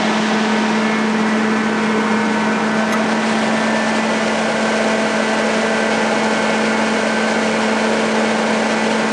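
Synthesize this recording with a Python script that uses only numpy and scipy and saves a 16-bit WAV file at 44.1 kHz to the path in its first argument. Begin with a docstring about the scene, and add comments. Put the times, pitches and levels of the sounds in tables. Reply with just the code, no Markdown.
"""Standby generator, up close

A generator runs outdoors in a louvred steel housing. Its radiator fan hums over a rush of cooling
air, the exhaust throbs and a belt-driven alternator whines. Tones swell and sink as the listener
rounds the corner; the control door unlatches, clanks and rasps open, and the bay colours the rush."""
import sys
import numpy as np
from scipy import signal
from scipy.fft import rfft, irfft
from scipy.io import wavfile

SR = 44100
rng = np.random.default_rng(int(sys.argv[2]) if len(sys.argv) > 2 else 0)


def generate_wav(signal):
    """Clip the signal to [-1, 1] and save it as 16-bit WAV at the path in sys.argv[1]."""
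    frames = np.transpose(np.atleast_2d(signal))
    scaled = np.clip(frames, -1, 1) * 32767
    pcm = np.round(scaled).astype(np.int16)
    wavfile.write(sys.argv[1], SR, pcm)


N = 402191

# engine speed sags, then the governor lifts it: (time [s], fan blade rate [Hz])
BLADE_RATE = [(0, 216.5), (.5, 216.6), (.8, 218), (1.15, 217.5), (1.35, 217.4), (1.55, 218.3), (1.85, 217),
              (2.0, 216.1), (2.25, 215.9), (2.5, 216.5), (2.75, 217.3), (3.05, 219.6), (3.4, 220.5),
              (3.7, 221), (4.4, 220), (4.9, 220.1), (5.4, 219.6), (5.7, 220.7), (6.4, 218.8), (6.9, 220),
              (7.7, 219.8), (7.95, 221.1), (8.2, 220.3), (9.12, 220.5)]
# the walk round to the open panel: (time [s], exposure to the open door [0-1])
EXPOSURE = [(0, 0.04), (2.45, 0.11), (3.3, 0.25), (3.8, 0.77), (4.45, 1)]
# colour of the rush through the louvres: (frequency [Hz], density [dB per Hz])
LOUVRE_RUSH = [(30, -94.5), (100, -64.5), (140, -58), (175, -48), (260, -48.5), (305, -48.5), (340, -51),
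               (400, -49.5), (470, -49), (530, -59.5), (620, -48.5), (710, -51.5), (830, -50.5),
               (900, -53.5), (1000, -51.5), (1200, -54.5), (1900, -56), (3200, -66.5), (3800, -69),
               (6300, -73), (9500, -82)]
# colour of the rush through the open door: (frequency [Hz], density [dB per Hz])
DOOR_RUSH = [(30, -93), (100, -69), (190, -52.5), (410, -53), (510, -48), (630, -47.5), (700, -54),
             (880, -48.5), (1250, -58), (1500, -55.5), (2350, -59.5), (3600, -67.5), (6300, -70.5),
             (9500, -78)]
# resonances and nulls of the bay behind the door: (frequency [Hz], width [Hz], gain [dB])
BAY_BANDS = [(549, 35, 1), (785, 67, 0.5), (956, 130, -4.5), (1680, 180, 0.5), (1850, 92, -4.5),
             (3100, 150, 2.5), (3630, 280, 0), (4260, 270, 2)]
# fade of the hiss off the louvre slats: (time [s], gain [dB])
SLAT_FADE = [(0, -62), (.45, -64), (.8, -67), (1.4, -77), (2.0, -82.5), (9.12, -95)]
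# colour of that hiss: (frequency [Hz], relative density [dB per Hz])
SLAT_COLOUR = [(300, -34), (1500, -6), (2700, 1), (3400, 0), (4400, -5.5), (6000, -8.5), (9500, -40)]
# swells and dips in the rush: (time [s], frequency [Hz], width [Hz], half duration [s], gain [dB])
RUSH_SWELLS = [(.2, 750, 220, 0.35, 4), (.2, 330, 60, 0.23, 4), (.2, 7560, 1510, 0.44, 3),
               (.4, 95, 70, 0.58, -14), (2.003, 700, 150, .5, -4), (2.042, 1040, 200, 0.19, 4),
               (2.39, 1390, 170, 0.91, 3), (2.4, 1730, 302, 0.5, -4.5), (2.396, 378, 90, 0.64, 0.5),
               (3.25, 390, 101, 0.17, 2.5), (3.405, 670, 120, 0.58, 4), (3.85, 475, 90, 0.31, -4.5),
               (6.2, 890, 200, 0.45, 2.5), (8.4, 460, 100, 1, 1), (8.7, 830, 201, .3, 2)]
# jerks of the slipping latch: (time [s], strength [dB])
LATCH_JERKS = [(2.912, -35), (2.918, -32), (2.924, -22), (2.929, -20.5), (2.934, -22), (2.939, -24),
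               (2.944, -31)]
# ring of the catch: (frequency [Hz], gain [dB], t60 [s])
CATCH_RING = [(1983, -1, 0.043), (2450, -5, .015), (3350, -3, .015), (3880, -6, .015), (5230, -7, .018),
              (6400, -6, .025), (7500, -16, .014), (10400, -12, 0.016), (11600, -17, .016)]
# ring of the door's steel sheet: (frequency [Hz], gain [dB], t60 [s])
DOOR_RING = [(660, -9, .06), (1280, 2, 0.081), (1970, -6, .06)]
# rubs of the swinging door: (time [s], half duration [s], level [dB])
DOOR_RUBS = [(3.121, 0.022, -30.5), (3.307, 0.083, -29), (3.44, .04, -30.5), (3.592, 0.079, -32)]
# colour of their rasp: (frequency [Hz], relative density [dB per Hz])
RASP_COLOUR = [(300, -23), (1200, -2), (3300, 3), (6000, -7), (9500, -11)]
# standing-wave peaks and nodes on the walk: (time [s], frequency [Hz], half duration [s], gain [dB])
STANDING_WAVES = [(.3, 87, .6, -2), (4.2, 88, .4, -3), (0, 435, 0.21, -16), (1.982, 433, .06, 9.5),
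                  (2.798, 436, 0.68, -14), (3.8, 440, 0.5, -6), (5.752, 440, 0.33, 4),
                  (7.903, 440, 0.33, 3.5), (1.1, 468, 0.33, -8), (2.2, 466, 0.57, 9), (3.8, 474, 0.4, -20),
                  (.1, 650, 0.75, 6), (1.4, 650, 0.79, -7), (2.9, 656, 0.53, 9.5), (4.75, 660, 0.55, 6),
                  (5.7, 660, 0.43, 4.5), (.6, 935, 0.18, 6), (1.552, 935, .17, -8), (2.25, 930, 0.45, 4.5),
                  (3.5, 1100, .7, 3), (3.7, 1420, .45, -1), (9, 1420, .6, 0), (0, 1516, 0.17, -9),
                  (1.05, 1524, 0.2, -16), (2.3, 1512, 0.66, 2.5), (4.15, 1540, 0.2, -13),
                  (4.75, 1540, 0.62, 4), (6.2, 1540, 0.77, 4), (7.15, 1540, 0.22, 4.5),
                  (.95, 1742, 0.14, 4), (1.9, 1730, 0.13, -6), (3.78, 1766, 0.28, 10.5),
                  (1.3, 1960, 0.13, 8), (2.2, 1945, .15, -6), (2.91, 1970, .05, 5),
                  (4.05, 1980, 0.099, 5.5), (5.4, 1980, 0.64, 4.5), (7.8, 1980, .4, -7),
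                  (0.932, 2174, 0.12, 8), (2.15, 2160, 0.16, 5.5), (3.3, 2200, 0.69, -7),
                  (6.6, 2200, 0.96, 4), (8.1, 2200, 0.25, 3)]
# alternator whine: (harmonic [x vane rate], level shut [dB], level open [dB])
WHINE_HARMONICS = [(1, -38.5, -32.5), (2, -33.5, -38), (3, -50, -35)]
# exhaust throb: (harmonic [x firing rate], level shut [dB], level open [dB])
THROB_HARMONICS = [(1, -52.5, -52), (2, -52, -54), (3, -40.5, -38), (4, -41.5, -41)]
# fan overtones: (harmonic [x blade rate], level shut [dB], level open [dB])
FAN_OVERTONES = [(2, -29.5, -31), (3, -40, -31.5), (4, -46, -39.5), (5, -42, -42.5), (6, -38.5, -48),
                 (7, -33.2, -33.5), (8, -35, -38.5), (9, -39.5, -38), (10, -38.5, -38.5),
                 (11, -42.5, -40.5), (12, -46, -52.5), (13, -52.5, -45), (14, -49.5, -53), (15, -48.5, -62)]
# the fan's fundamental along the walk: (time [s], level [dB])
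HUM_LEVEL = [(0, -20.5), (.7, -20), (1.05, -18), (2.0, -20), (2.6, -19.5), (3.8, -20.5), (4.3, -23),
             (5.7, -22.5), (6.9, -22), (9.12, -21.5)]

FIRINGS_PER_BLADE, VANES_PER_BLADE = 0.402, 2.151
FLUTTER_ABOVE_HZ = 2020   # uneven flow shakes air and tones most from here up


def from_db(db):
    """Decibels to gain."""
    return 10 ** (np.asarray(db) / 20)


def envelope(rows):
    """A (time, value) curve at every sample."""
    return np.interp(np.arange(N) / SR, *np.transpose(rows))


def swell(at_s, half_s):
    """A smooth rise and fall of height 1 around one moment."""
    return np.exp(-np.minimum(((np.arange(N) / SR - at_s) / half_s) ** 2, 50))


def drift(rate):
    """A random wobble of spread 1, with about `rate` turns a second."""
    hop, settle = 40, 2000
    pole = np.exp(-2 * np.pi * rate * hop / SR)
    white = rng.standard_normal(N // hop + settle + 2)
    slow = signal.lfilter([1], [1, -2 * pole, pole * pole], white)[settle:]
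    return np.interp(np.arange(N) / hop, np.arange(len(slow)), slow / slow.std())


def butter(order, hz, kind="low"):
    """Sections of a Butterworth filter."""
    return signal.butter(order, hz, kind, fs=SR, output="sos")


def band(sound, hz, width_hz):
    """One resonant band of a sound."""
    return signal.lfilter(*signal.iirpeak(hz, hz / width_hz, fs=SR), sound)


def noise(colour, top_hz=9660):
    """Noise of the given colour, falling steeply above top_hz."""
    hz = np.maximum(np.fft.rfftfreq(N, 1 / SR), 1)
    points_hz, points_db = np.transpose(colour)
    gain = from_db(np.interp(np.log(hz), np.log(points_hz), points_db))
    gain /= np.sqrt(1 + (hz / top_hz) ** 50)
    return irfft(rfft(rng.standard_normal(N)) * gain, N) * np.sqrt(SR / 2)


def ring(clicks, hz, t60):
    """Each click sets a decaying sine ringing."""
    pole, angle = from_db(-60 / (t60 * SR)), 2 * np.pi * hz / SR
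    return signal.lfilter([0, np.sin(angle)], [1, -2 * pole * np.cos(angle), pole ** 2], clicks + 1e-18)


def slat_hiss():
    """The slats beam their hiss forward, so it fades as the listener rounds the corner."""
    return from_db(envelope(SLAT_FADE)) * noise(SLAT_COLOUR)


def bay(air):
    """The open steel bay lifts some bands and cancels others."""
    for hz, width_hz, db in BAY_BANDS:
        air = air + (from_db(db) - 1) * band(air, hz, width_hz)
    return air


def cooling_air(blade_phase, exposure, shut_db=-1.45, open_db=0.5, flutter_db=0.87, surge_db=0.08):
    """Turbulence coloured by the housing, pulsing slightly with blades and firings; its treble flutters."""
    air = np.sqrt(1 - exposure) * noise(LOUVRE_RUSH) + np.sqrt(exposure) * bay(noise(DOOR_RUSH))
    body = signal.sosfiltfilt(butter(2, FLUTTER_ABOVE_HZ), air)
    air = body + (air - body) * from_db(flutter_db * drift(36))
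    # only the small eddies follow single blades, so the rumble does not pulse
    rumble = signal.sosfiltfilt(butter(2, 600), air)
    pulsing = 1 + 0.037 * np.sin(blade_phase) + 0.018 * np.sin(FIRINGS_PER_BLADE * blade_phase)
    gain_db = shut_db + exposure * (open_db - shut_db) - surge_db * drift(2)
    return from_db(gain_db) * (rumble + (air - rumble) * pulsing)


def shifting_colour(air):
    """Bands of the rush swell and fade as the listener moves along the steel."""
    shifted = air
    for at_s, hz, width_hz, half_s, db in RUSH_SWELLS:
        shifted = shifted + (from_db(db * swell(at_s, half_s)) - 1) * band(air, hz, width_hz)
    return shifted


def latch(scrape_db=-4.0, scrape_t60=0.024):
    """The catch slips in a few quick jerks, each ringing it with a short scrape."""
    jerks = np.zeros(N)
    for at_s, db in LATCH_JERKS:
        jerks[round(at_s * SR)] = from_db(db)
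    metal = sum(from_db(db) * ring(jerks * rng.choice([-1, 1], N), hz, t60) for hz, db, t60 in CATCH_RING)
    tails = signal.lfilter([1], [1, -from_db(-60 / (scrape_t60 * SR))], jerks + 1e-18)
    scrape = signal.sosfilt(butter(1, [1200, 7000], "band"), tails * rng.standard_normal(N))
    return signal.sosfilt(butter(2, 350, "high"), metal) + from_db(scrape_db) * scrape


def door_clank(at_s=2.938, strike_db=-14.5):
    """The freed steel door springs off its frame with one short clank."""
    strike = np.zeros(N)
    strike[round(at_s * SR)] = from_db(strike_db)
    clank = sum(from_db(db) * ring(strike, hz, t60) for hz, db, t60 in DOOR_RING)
    return signal.sosfilt(butter(2, 350, "high"), clank)


def door_rasp(grain_db=1.0):
    """The door rubs in short, grainy bursts as it swings open."""
    pressure = sum(from_db(db) * swell(at_s, half_s) for at_s, half_s, db in DOOR_RUBS)
    rasp = noise(RASP_COLOUR) * from_db(grain_db * drift(150))
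    return pressure * rasp / rasp.std()


def standing_wave_db(tone_hz):
    """A tone meets its reflections from the steel, so it rises and falls as the listener moves."""
    return sum(db * swell(at_s, half_s) for at_s, hz, half_s, db in STANDING_WAVES
               if abs(tone_hz / hz - 1) < 0.035)


def machine_tones(phase, harmonics, exposure, waver_db, roughness, flutter_rate):
    """Harmonics of a rotating part; uneven flow shakes their strength and timing, the high ones most."""
    mean_hz = phase[-1] / (2 * np.pi) * SR / N
    tones = np.zeros(N)
    for harmonic, shut_db, open_db in harmonics:
        hz = harmonic * mean_hz
        db = shut_db + exposure * (open_db - shut_db) + standing_wave_db(hz) + waver_db * drift(3.3)
        shake = roughness * (hz / FLUTTER_ABOVE_HZ) ** 1.4
        flutter = 1 + shake * drift(flutter_rate)
        phase_offset = rng.uniform(0, 2 * np.pi) + shake * drift(flutter_rate)
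        tones += from_db(db) * flutter * np.sin(harmonic * phase + phase_offset)
    return np.sqrt(2) * tones


def exhaust(blade_phase, exposure):
    """The engine's firings make a low throb."""
    return machine_tones(FIRINGS_PER_BLADE * blade_phase, THROB_HARMONICS, exposure,
                         waver_db=1.0, roughness=0.85, flutter_rate=8.4)


def alternator(blade_phase, exposure):
    """The vanes of the small belt-driven alternator whine above the fan's hum."""
    return machine_tones(VANES_PER_BLADE * blade_phase, WHINE_HARMONICS, exposure,
                         waver_db=0.0, roughness=0.36, flutter_rate=6.8)


def fan(blade_phase, exposure, hum_waver_db=0.56):
    """Blades chop the air: one strong hum, softer at the panel, and a row of fluttering overtones."""
    hum_db = envelope(HUM_LEVEL) + hum_waver_db * drift(5)
    hum = np.sqrt(2) * from_db(hum_db) * np.sin(blade_phase)
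    return hum + machine_tones(blade_phase, FAN_OVERTONES, exposure,
                               waver_db=0.87, roughness=0.23, flutter_rate=13.0)


def scene():
    """Air bed, machine and door; one crankshaft drives the machine, so its tones wander together."""
    exposure = envelope(EXPOSURE)
    blade_hz = envelope(BLADE_RATE) * (1 + 0.0005 * drift(4.9))
    blade_phase = 2 * np.pi * np.cumsum(blade_hz) / SR
    throb = exhaust(blade_phase, exposure)
    whine = alternator(blade_phase, exposure)
    rush = shifting_colour(cooling_air(blade_phase, exposure) + slat_hiss())
    hum = fan(blade_phase, exposure)
    door = latch() + door_clank() + door_rasp()
    return (rush + door + throb + whine + hum)[None]


def record(dry, cutoff_hz=12400):
    """A steep low-pass takes off the very top."""
    return signal.sosfilt(signal.ellip(10, 0.1, 80, cutoff_hz, fs=SR, output="sos"), dry)


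dry = scene()
out = record(dry)
generate_wav(out)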